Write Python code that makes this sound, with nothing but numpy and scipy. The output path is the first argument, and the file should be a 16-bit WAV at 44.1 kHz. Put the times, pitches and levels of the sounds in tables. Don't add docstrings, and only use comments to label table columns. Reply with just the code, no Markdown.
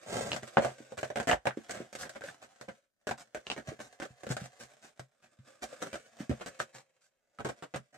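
import sys
import numpy as np
from scipy import signal
from scipy.fft import rfft, irfft
from scipy.io import wavfile

SR = 44100
rng = np.random.default_rng(int(sys.argv[2]) if len(sys.argv) > 2 else 0)


def transcribe(signal):
    frames = np.atleast_2d(signal).T
    limited = np.clip(frames, -1, 1)
    pcm = np.round(limited * 32767).astype(np.int16)
    wavfile.write(sys.argv[1], SR, pcm)


N = 351477

# (frequency [Hz], relative level [dB])
ROOM = [(250, 2), (800, -15), (8000, -14)]
# (time [s], level [dB])
GRIP = [(0, -59), (0.75, -63.5), (1.15, -66.5), (1.419, -78), (1.63, -66), (2.25, -67.5), (2.54, -71.5),
        (2.75, -69.5), (2.901, -108), (3.021, -83), (3.449, -71), (4.7, -67.5), (5.15, -84), (5.8, -58),
        (6.08, -70.5), (6.38, -63), (7.199, -90.5), (7.5, -69), (7.92, -85)]
# (time [s], body level [dB], ring [Hz])
BUMPS = [(0.584, -28.5, 230), (0.803, -48.5, 333), (1.329, -41.5, 52), (1.572, -36, 316), (1.803, -39, 360),
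         (3.584, -46.5, 274), (3.683, -39.5, 145), (3.718, -44, 373), (4.104, -55, 130),
         (4.268, -44.5, 230), (4.302, -31, 137), (4.416, -40.5, 167), (4.994, -48, 130),
         (5.389, -52.5, 121), (6.204, -37.5, 233), (6.295, -28, 222), (6.305, -34.5, 72), (7.391, -49, 130),
         (7.447, -43, 140), (7.463, -38.5, 395), (7.759, -42, 156)]
# (start [s], length [s], body level [dB], extra edge [dB])
RUBS = [(0.423, 0.015, -43.5, -2.5), (0.595, 0.14, -42, -3), (1.683, 0.2, -50, -4),
        (1.976, 0.092, -51.5, 9.5), (2.262, 0.08, -55.5, -0.5), (2.406, 0.064, -57, -3.5),
        (3.17, 0.059, -56.5, 3), (3.658, 0.099, -49, -3.5), (3.79, 0.1, -57, 2), (4.388, 0.084, -53.5, 2),
        (4.584, 0.089, -55.5, 3), (4.81, 0.1, -62, -0.5), (5.218, 0.073, -67.5, -6.5),
        (5.62, 0.031, -41, 4.5), (6.176, 0.091, -55, -3.5), (6.727, 0.096, -57.5, 1.5),
        (7.003, 0.095, -85, 3), (7.923, 0.061, -60.5, -7.5)]
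# (time [s], body level [dB])
DRAG = [(0.06, -47.5), (0.15, -34.5), (0.25, -38), (0.37, -45), (0.405, -58.5)]
# (time [s], body level [dB], ring [Hz])
LANDINGS = [(0.57, -20.5, 850), (0.581, -22, 584), (0.597, -34, 580), (0.621, -36.5, 560),
            (0.647, -28, 670), (0.66, -36, 590)]
# (start [s], length before the creep [s], body level [dB], extra edge [dB])
TUGS = [(0.972, 0.023, -40, 6.5), (1.158, 0.032, -35, -3), (1.272, 0.047, -28.5, -4),
        (1.464, 0.036, -39, -6), (1.738, 0.041, -50, 13), (1.928, 0.03, -45, 16), (2.032, 0.039, -48.5, 5),
        (2.151, 0.014, -42, -4), (2.24, 0.024, -54, 25), (2.682, 0.016, -40.5, -7),
        (3.07, 0.02, -33.5, -0.5), (3.353, 0.02, -43.5, 3), (3.564, 0.024, -41, 0),
        (3.792, 0.012, -41.5, -1), (4, 0.012, -41, 5), (4.018, 0.036, -42, 4.5), (4.291, 0.041, -40, 12.5),
        (5.818, 0.052, -39.5, 6.5), (5.93, 0.025, -40.5, 4.5), (6.399, 0.029, -43.5, 3),
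        (6.461, 0.016, -41, 11), (6.591, 0.036, -45.5, 17.5), (7.387, 0.018, -39.5, -6.5),
        (7.447, 0.052, -37.5, -2.5), (7.624, 0.0099, -39.5, 0), (7.739, 0.031, -37.5, -4.5)]
# (time [s], body level [dB], extra edge [dB])
KNOCKS = [(0.363, -40, 8), (0.648, -44, 9.5), (0.921, -42.5, -18), (1.011, -61, 10), (1.03, -32.5, 1),
          (1.045, -46, 4.5), (1.102, -37, -4), (1.158, -40.5, -3), (1.171, -34, -1.5), (1.2, -33, 4.5),
          (1.229, -49, 5), (1.296, -35, 4), (1.313, -26.5, 6.5), (1.331, -26, 0.5), (1.455, -31.5, -1.5),
          (1.47, -27.5, 4), (1.695, -41, 3), (1.709, -50, 16.5), (2.094, -49, 8), (2.209, -49, -3),
          (2.238, -42, -1), (2.612, -47.5, 3.5), (3.111, -33, 3), (3.347, -38, 1), (4.052, -45.5, 0),
          (4.234, -45, -1), (4.267, -41.5, -0.5), (4.367, -38.5, 6.5), (4.995, -46, 2.5),
          (5.728, -45.5, -8.5), (5.955, -41, 2.5), (6.312, -36.5, -9.5), (6.601, -37.5, 6),
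          (7.448, -41.5, 4.5), (7.488, -44, 3.5), (7.76, -46, 7)]
# (time [s], level [dB], ring [Hz])
CLICKS = [(0.571, -27.5, 1170), (1.284, -39.5, 2580), (1.296, -31.5, 1890), (1.313, -32, 2950),
          (1.33, -33.5, 1800), (1.47, -36.5, 2700), (1.508, -43.5, 1500), (2.032, -42.5, 1604),
          (2.219, -47, 1560), (2.287, -46.5, 1630), (3.091, -41.5, 1550), (4.02, -45.5, 1640),
          (6.601, -34.5, 1240), (7.387, -49, 1330)]
# (time [s], strike level [dB])
TICKS = [(0.318, -35), (0.332, -37), (0.987, -55), (3.468, -44), (3.501, -36.5), (3.516, -37)]
# (time [s], low ring [Hz], high ring [Hz])
SEAM_RINGS = [(1.3, 666, 1698), (4.0, 369, 1520), (7.5, 380, 1240)]

# (frequency [Hz], width [Hz], lift [dB])
CASE_MODES = [(128, 18, 8.5), (227.3, 26, 6.5), (539.4, 60, 4.5), (608, 80, 4), (730, 120, 6.5),
              (1137, 370, 2.5), (1544, 66, 2)]
PULL_MODES = [(2820, 860, 18.5), (4070, 550, 8)]
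# (frequency [Hz], relative level [dB])
BODY = [(30, -25), (60, -2.5), (330, 0.5), (560, 0.5), (1200, -12), (1900, -26), (5000, -57.5)]
CLACK = [(100, -37), (650, -19), (1100, -1.5), (1550, 6.5), (2200, 1.5), (3300, -4.5), (4500, -17),
         (9000, -50)]
HISS = [(300, -41), (2300, -29.5), (3700, 0.5), (6300, 6), (8300, 6), (9700, -6.5), (12000, -11.5),
        (14500, -14)]
PULL = [(200, -8.5), (700, 2), (1400, -6.5), (5000, -10.5), (8500, -16.5), (10500, -38)]

# (level at the usual push [dB], growth [dB per dB of body level], share of the extra edge [ratio])
TUG_LAW = [(-43.5, 0.9, 0.12), (-54.5, 1.5, 0.82)]
KNOCK_LAW = [(-46, 0.86, 0.71), (-55, 0.46, 1)]
RUB_LAW = [(-45, 0.74, 0.24), (-50, 0.59, 0.93)]

USUAL_DB = -40
ROOM_DB = -92
EARLY_T60_S, LATE_T60_S, LATE_DB = 0.093, 0.21, -25.5
DIRECT_DB = -6
SIDE_CORNER_HZ, SIDE_DB, MAX_PORT_DELAY_S = 409, -1, 0.00024
CASE_PAN_DB = -0.97
BLOW_S = 0.02
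TUG_CREEP_S = 0.008
RUB_RISE_SHARE = 0.28
KNOCK_RING_HZ, KNOCK_OCTAVES_PER_DB, KNOCK_SCATTER_OCTAVES = 716, 0.035, 0.11
TOP_HZ = 14500


def undb(db):
    return 10 ** (np.asarray(db) / 20)


def level(x, db, seconds):
    energy = np.mean(np.sum(x ** 2, axis=-1))
    return x * undb(db) * np.sqrt(seconds * SR / energy)


def add(out, start, x):
    i = int(start * SR)
    out[:, i:i + x.shape[1]] += x[:, :N - i]


def butter(x, hz, kind, order=1):
    return signal.sosfilt(signal.butter(order, hz, kind, fs=SR, output="sos"), x)


def convolve(x, response):
    return signal.fftconvolve(np.atleast_2d(x), np.atleast_2d(response), axes=-1)


def impulse_response(spectrum, modes=(), size=4096):
    f = np.maximum(np.fft.rfftfreq(size, 1 / SR), 1)
    points_hz, points_db = np.transpose(spectrum)
    db = np.interp(np.log(f), np.log(points_hz), points_db)
    for hz, width_hz, lift_db in modes:
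        db = db + lift_db / (1 + (2 * (f - hz) / width_hz) ** 2)
    cepstrum = irfft(np.log(undb(db)))
    cepstrum[1:size // 2] *= 2
    cepstrum[size // 2 + 1:] = 0
    return irfft(np.exp(rfft(cepstrum)))


def paths(direct_db, size=11000):
    t = np.arange(size) / SR
    early = undb(-60 * t / EARLY_T60_S)
    late = undb(LATE_DB - 60 * t / LATE_T60_S)
    onset = 1 - np.exp(-t / 0.00031)
    mid, side = rng.standard_normal((2, size)) * (early + late) * onset
    side = undb(SIDE_DB) * butter(side, SIDE_CORNER_HZ, "high")
    both = level(np.array([mid + side, mid - side]), 0, 1 / SR)
    for channel in range(2):
        delay = int(rng.uniform(0, MAX_PORT_DELAY_S) * SR)
        both[channel, delay] += undb(direct_db)
    return both


def sound_case(force, parts, levels_db, seconds, near_db=0):
    arriving = convolve(force, paths(DIRECT_DB + near_db))
    return sum(level(convolve(arriving, part), db, seconds) for part, db in zip(parts, levels_db))


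def loads(law, db, edge_db):
    return [db] + [usual + growth * (db - USUAL_DB) + share * edge_db for usual, growth, share in law]


def spot(force, hz, lift=2.6, q=4.1):
    return force + lift * signal.lfilter(*signal.iirpeak(hz, q, fs=SR), force)


def stick_slip(size, rate_hz, depth_db):
    steps = np.arange(size) * rate_hz / SR
    held = rng.standard_normal(int(steps[-1]) + 2)
    return undb(depth_db * np.interp(steps, np.arange(len(held)), held))


def fibres(size, per_second, spread_db):
    slips = rng.random(size) < per_second / SR
    strength = undb(spread_db * np.minimum(rng.exponential(size=size), 5))
    x = slips * strength * rng.standard_normal(size)
    return x / (np.std(x) + 1e-9)


def blow(crunch_db=-26, crunch_s=0.0018, size=900):
    force = undb(crunch_db) * np.exp(-np.arange(size) / SR / crunch_s) * rng.standard_normal(size)
    force[0] += 1
    return force


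def room_tone():
    noise = convolve(rng.standard_normal((2, N)), impulse_response(ROOM))[:, :N]
    return level(noise, ROOM_DB, N / SR)


def grip(parts, body_db=3.5, clack_db=2.0, hiss_db=-1, lowest_hz=520, highest_hz=760):
    out = np.zeros((2, N))
    offsets_db = np.array([body_db, clack_db, hiss_db])
    for (start, start_db), (end, end_db) in zip(GRIP, GRIP[1:]):
        seconds = max(end - start, BLOW_S)
        size = int(seconds * SR)
        pressure = undb(np.linspace(start_db, end_db, size))
        creep = pressure * fibres(size, per_second=1400, spread_db=3.0)
        creep = creep * stick_slip(size, rate_hz=40, depth_db=3.0)
        creep = butter(creep, 190, "high")
        spot_hz = lowest_hz * (highest_hz / lowest_hz) ** rng.random()
        creep = spot(creep, spot_hz, lift=1.3)
        mean_db = 10 * np.log10(np.mean(pressure ** 2))
        add(out, start, sound_case(creep, parts, mean_db + offsets_db, seconds, near_db=2))
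    return out


def bumps(parts, clack_db=-18, hiss_db=-27, q=2.1, softness=1.4, size=3000):
    out = np.zeros((2, N))
    for start, db, hz in BUMPS:
        push = butter(signal.unit_impulse(size), softness * hz, "low", order=2)
        push = signal.lfilter(*signal.iirpeak(hz, q, fs=SR), push)
        force = push / np.max(push) + blow(crunch_db=-21, crunch_s=0.02, size=size)
        levels_db = [db, db + clack_db, db + hiss_db]
        add(out, start, sound_case(force, parts, levels_db, BLOW_S, near_db=5))
    return out


def rubs(parts):
    out = np.zeros((2, N))
    for start, seconds, db, edge_db in RUBS:
        t = np.arange(0, max(seconds, BLOW_S), 1 / SR)
        swell = np.interp(t, [0, RUB_RISE_SHARE * t[-1], t[-1]], [0, 1, 0])
        force = swell * fibres(len(t), per_second=1400, spread_db=2.5)
        force = force * stick_slip(len(t), rate_hz=120, depth_db=2.0)
        spot_hz = 740 * 2 ** (0.15 * rng.standard_normal())
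        force = spot(force, spot_hz, lift=1.0)
        levels_db = loads(RUB_LAW, db, edge_db)
        add(out, start, sound_case(force, parts, levels_db, t[-1], near_db=4.5))
    return out


def drag(parts, clack_db=-7.0, hiss_db=-9, ring_hz=850):
    out = np.zeros((2, N))
    times, dbs = np.transpose(DRAG)
    t = np.arange(times[0], times[-1], 1 / SR)
    pressure = undb(np.interp(t, times, dbs))
    force = pressure * fibres(len(t), per_second=2600, spread_db=2.0)
    force = force * stick_slip(len(t), rate_hz=220, depth_db=3.0)
    force = spot(force, ring_hz, lift=0.75)
    db = 10 * np.log10(np.mean(pressure ** 2))
    levels_db = [db, db + clack_db, db + hiss_db]
    add(out, times[0], sound_case(force, parts, levels_db, t[-1] - t[0], near_db=5))
    return out


def landings(parts, clack_db=-11, hiss_db=-29, dull_hz=1100):
    out = np.zeros((2, N))
    for start, db, hz in LANDINGS:
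        force = butter(spot(blow(), hz), dull_hz, "low", order=2)
        levels_db = [db, db + clack_db, db + hiss_db]
        add(out, start, sound_case(force, parts, levels_db, BLOW_S, near_db=1))
    return out


def clicks():
    out = np.zeros((2, N))
    for start, db, hz in CLICKS:
        wall = impulse_response(CLACK, [(hz, 640, 12)])
        add(out, start, sound_case(blow(crunch_db=-21), [wall], [db], BLOW_S, near_db=6.5))
    return out


def tick(db, body, chatter_db=-5, body_db=-12, chatter_s=0.018, size=800):
    ringing_pull = impulse_response(PULL, PULL_MODES)
    strike = sound_case(signal.unit_impulse(size), [ringing_pull], [db], BLOW_S, near_db=11.5)
    fade = np.exp(-np.arange(size) / SR / chatter_s)
    rattle = fibres(size, per_second=1700, spread_db=2.5) * fade
    levels_db = [db + chatter_db, db + body_db]
    return strike + sound_case(rattle, [impulse_response(PULL), body], levels_db, BLOW_S)


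def knock(db, edge_db, high_hz, parts):
    levels_db = loads(KNOCK_LAW, db, edge_db)
    octaves = KNOCK_OCTAVES_PER_DB * (levels_db[1] - USUAL_DB)
    octaves += KNOCK_SCATTER_OCTAVES * rng.standard_normal()
    force = spot(blow(), KNOCK_RING_HZ * 2 ** octaves)
    force = spot(force, high_hz, lift=0.92)
    return sound_case(force, parts, levels_db, BLOW_S, near_db=0.2)


def tug(seconds, tooth_hz=250, jitter=0.45, uneven_db=9.5, scrape_db=-25, slip_s=0.002, count=64):
    t = np.arange(0, seconds + 2 * TUG_CREEP_S, 1 / SR)
    size = len(t)
    slowing = 1 - 0.4 * np.minimum(t / seconds, 1) ** 2
    creeping = np.exp(-np.maximum(t - seconds, 0) / TUG_CREEP_S)
    speed = slowing * creeping
    teeth_passed = np.cumsum(speed) * tooth_hz / SR
    gaps = np.exp(jitter * rng.standard_normal(count))
    at = np.searchsorted(teeth_passed, np.cumsum(gaps))
    snaps = np.zeros(size + 1)
    snaps[at] = undb(uneven_db * np.clip(rng.standard_normal(count), -2, 1))
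    snaps = snaps[:size] * speed * stick_slip(size, rate_hz=142, depth_db=4.0)
    snaps[0] = 1.12
    scraping = signal.lfilter([1], [1, -np.exp(-1 / (slip_s * SR))], snaps)
    return snaps + undb(scrape_db) * scraping * rng.standard_normal(size)


def zipper(parts):
    out = np.zeros((2, N))
    times, low_hz, high_hz = np.transpose(SEAM_RINGS)
    for start, seconds, db, edge_db in TUGS:
        force = spot(tug(seconds), np.interp(start, times, low_hz), lift=0.49)
        force = spot(force, np.interp(start, times, high_hz), lift=0.99)
        levels_db = loads(TUG_LAW, db, edge_db)
        add(out, start, sound_case(force, parts, levels_db, max(seconds, BLOW_S / 2), near_db=1.0))
    for start, db, edge_db in KNOCKS:
        add(out, start, knock(db, edge_db, np.interp(start, times, high_hz), parts))
    for start, db in TICKS:
        add(out, start, tick(db, parts[0]))
    return out


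def scene():
    parts = [impulse_response(spectrum, CASE_MODES) for spectrum in (BODY, CLACK, HISS)]
    hands = grip(parts) + bumps(parts) + rubs(parts)
    case = hands + drag(parts) + landings(parts) + clicks() + zipper(parts)
    pan = undb(np.array([[CASE_PAN_DB], [-CASE_PAN_DB]]) / 2)
    return room_tone() + case * pan


def record(dry):
    return signal.sosfilt(signal.ellip(8, 0.2, 70, TOP_HZ, fs=SR, output="sos"), dry)


dry = scene()
out = record(dry)
transcribe(out)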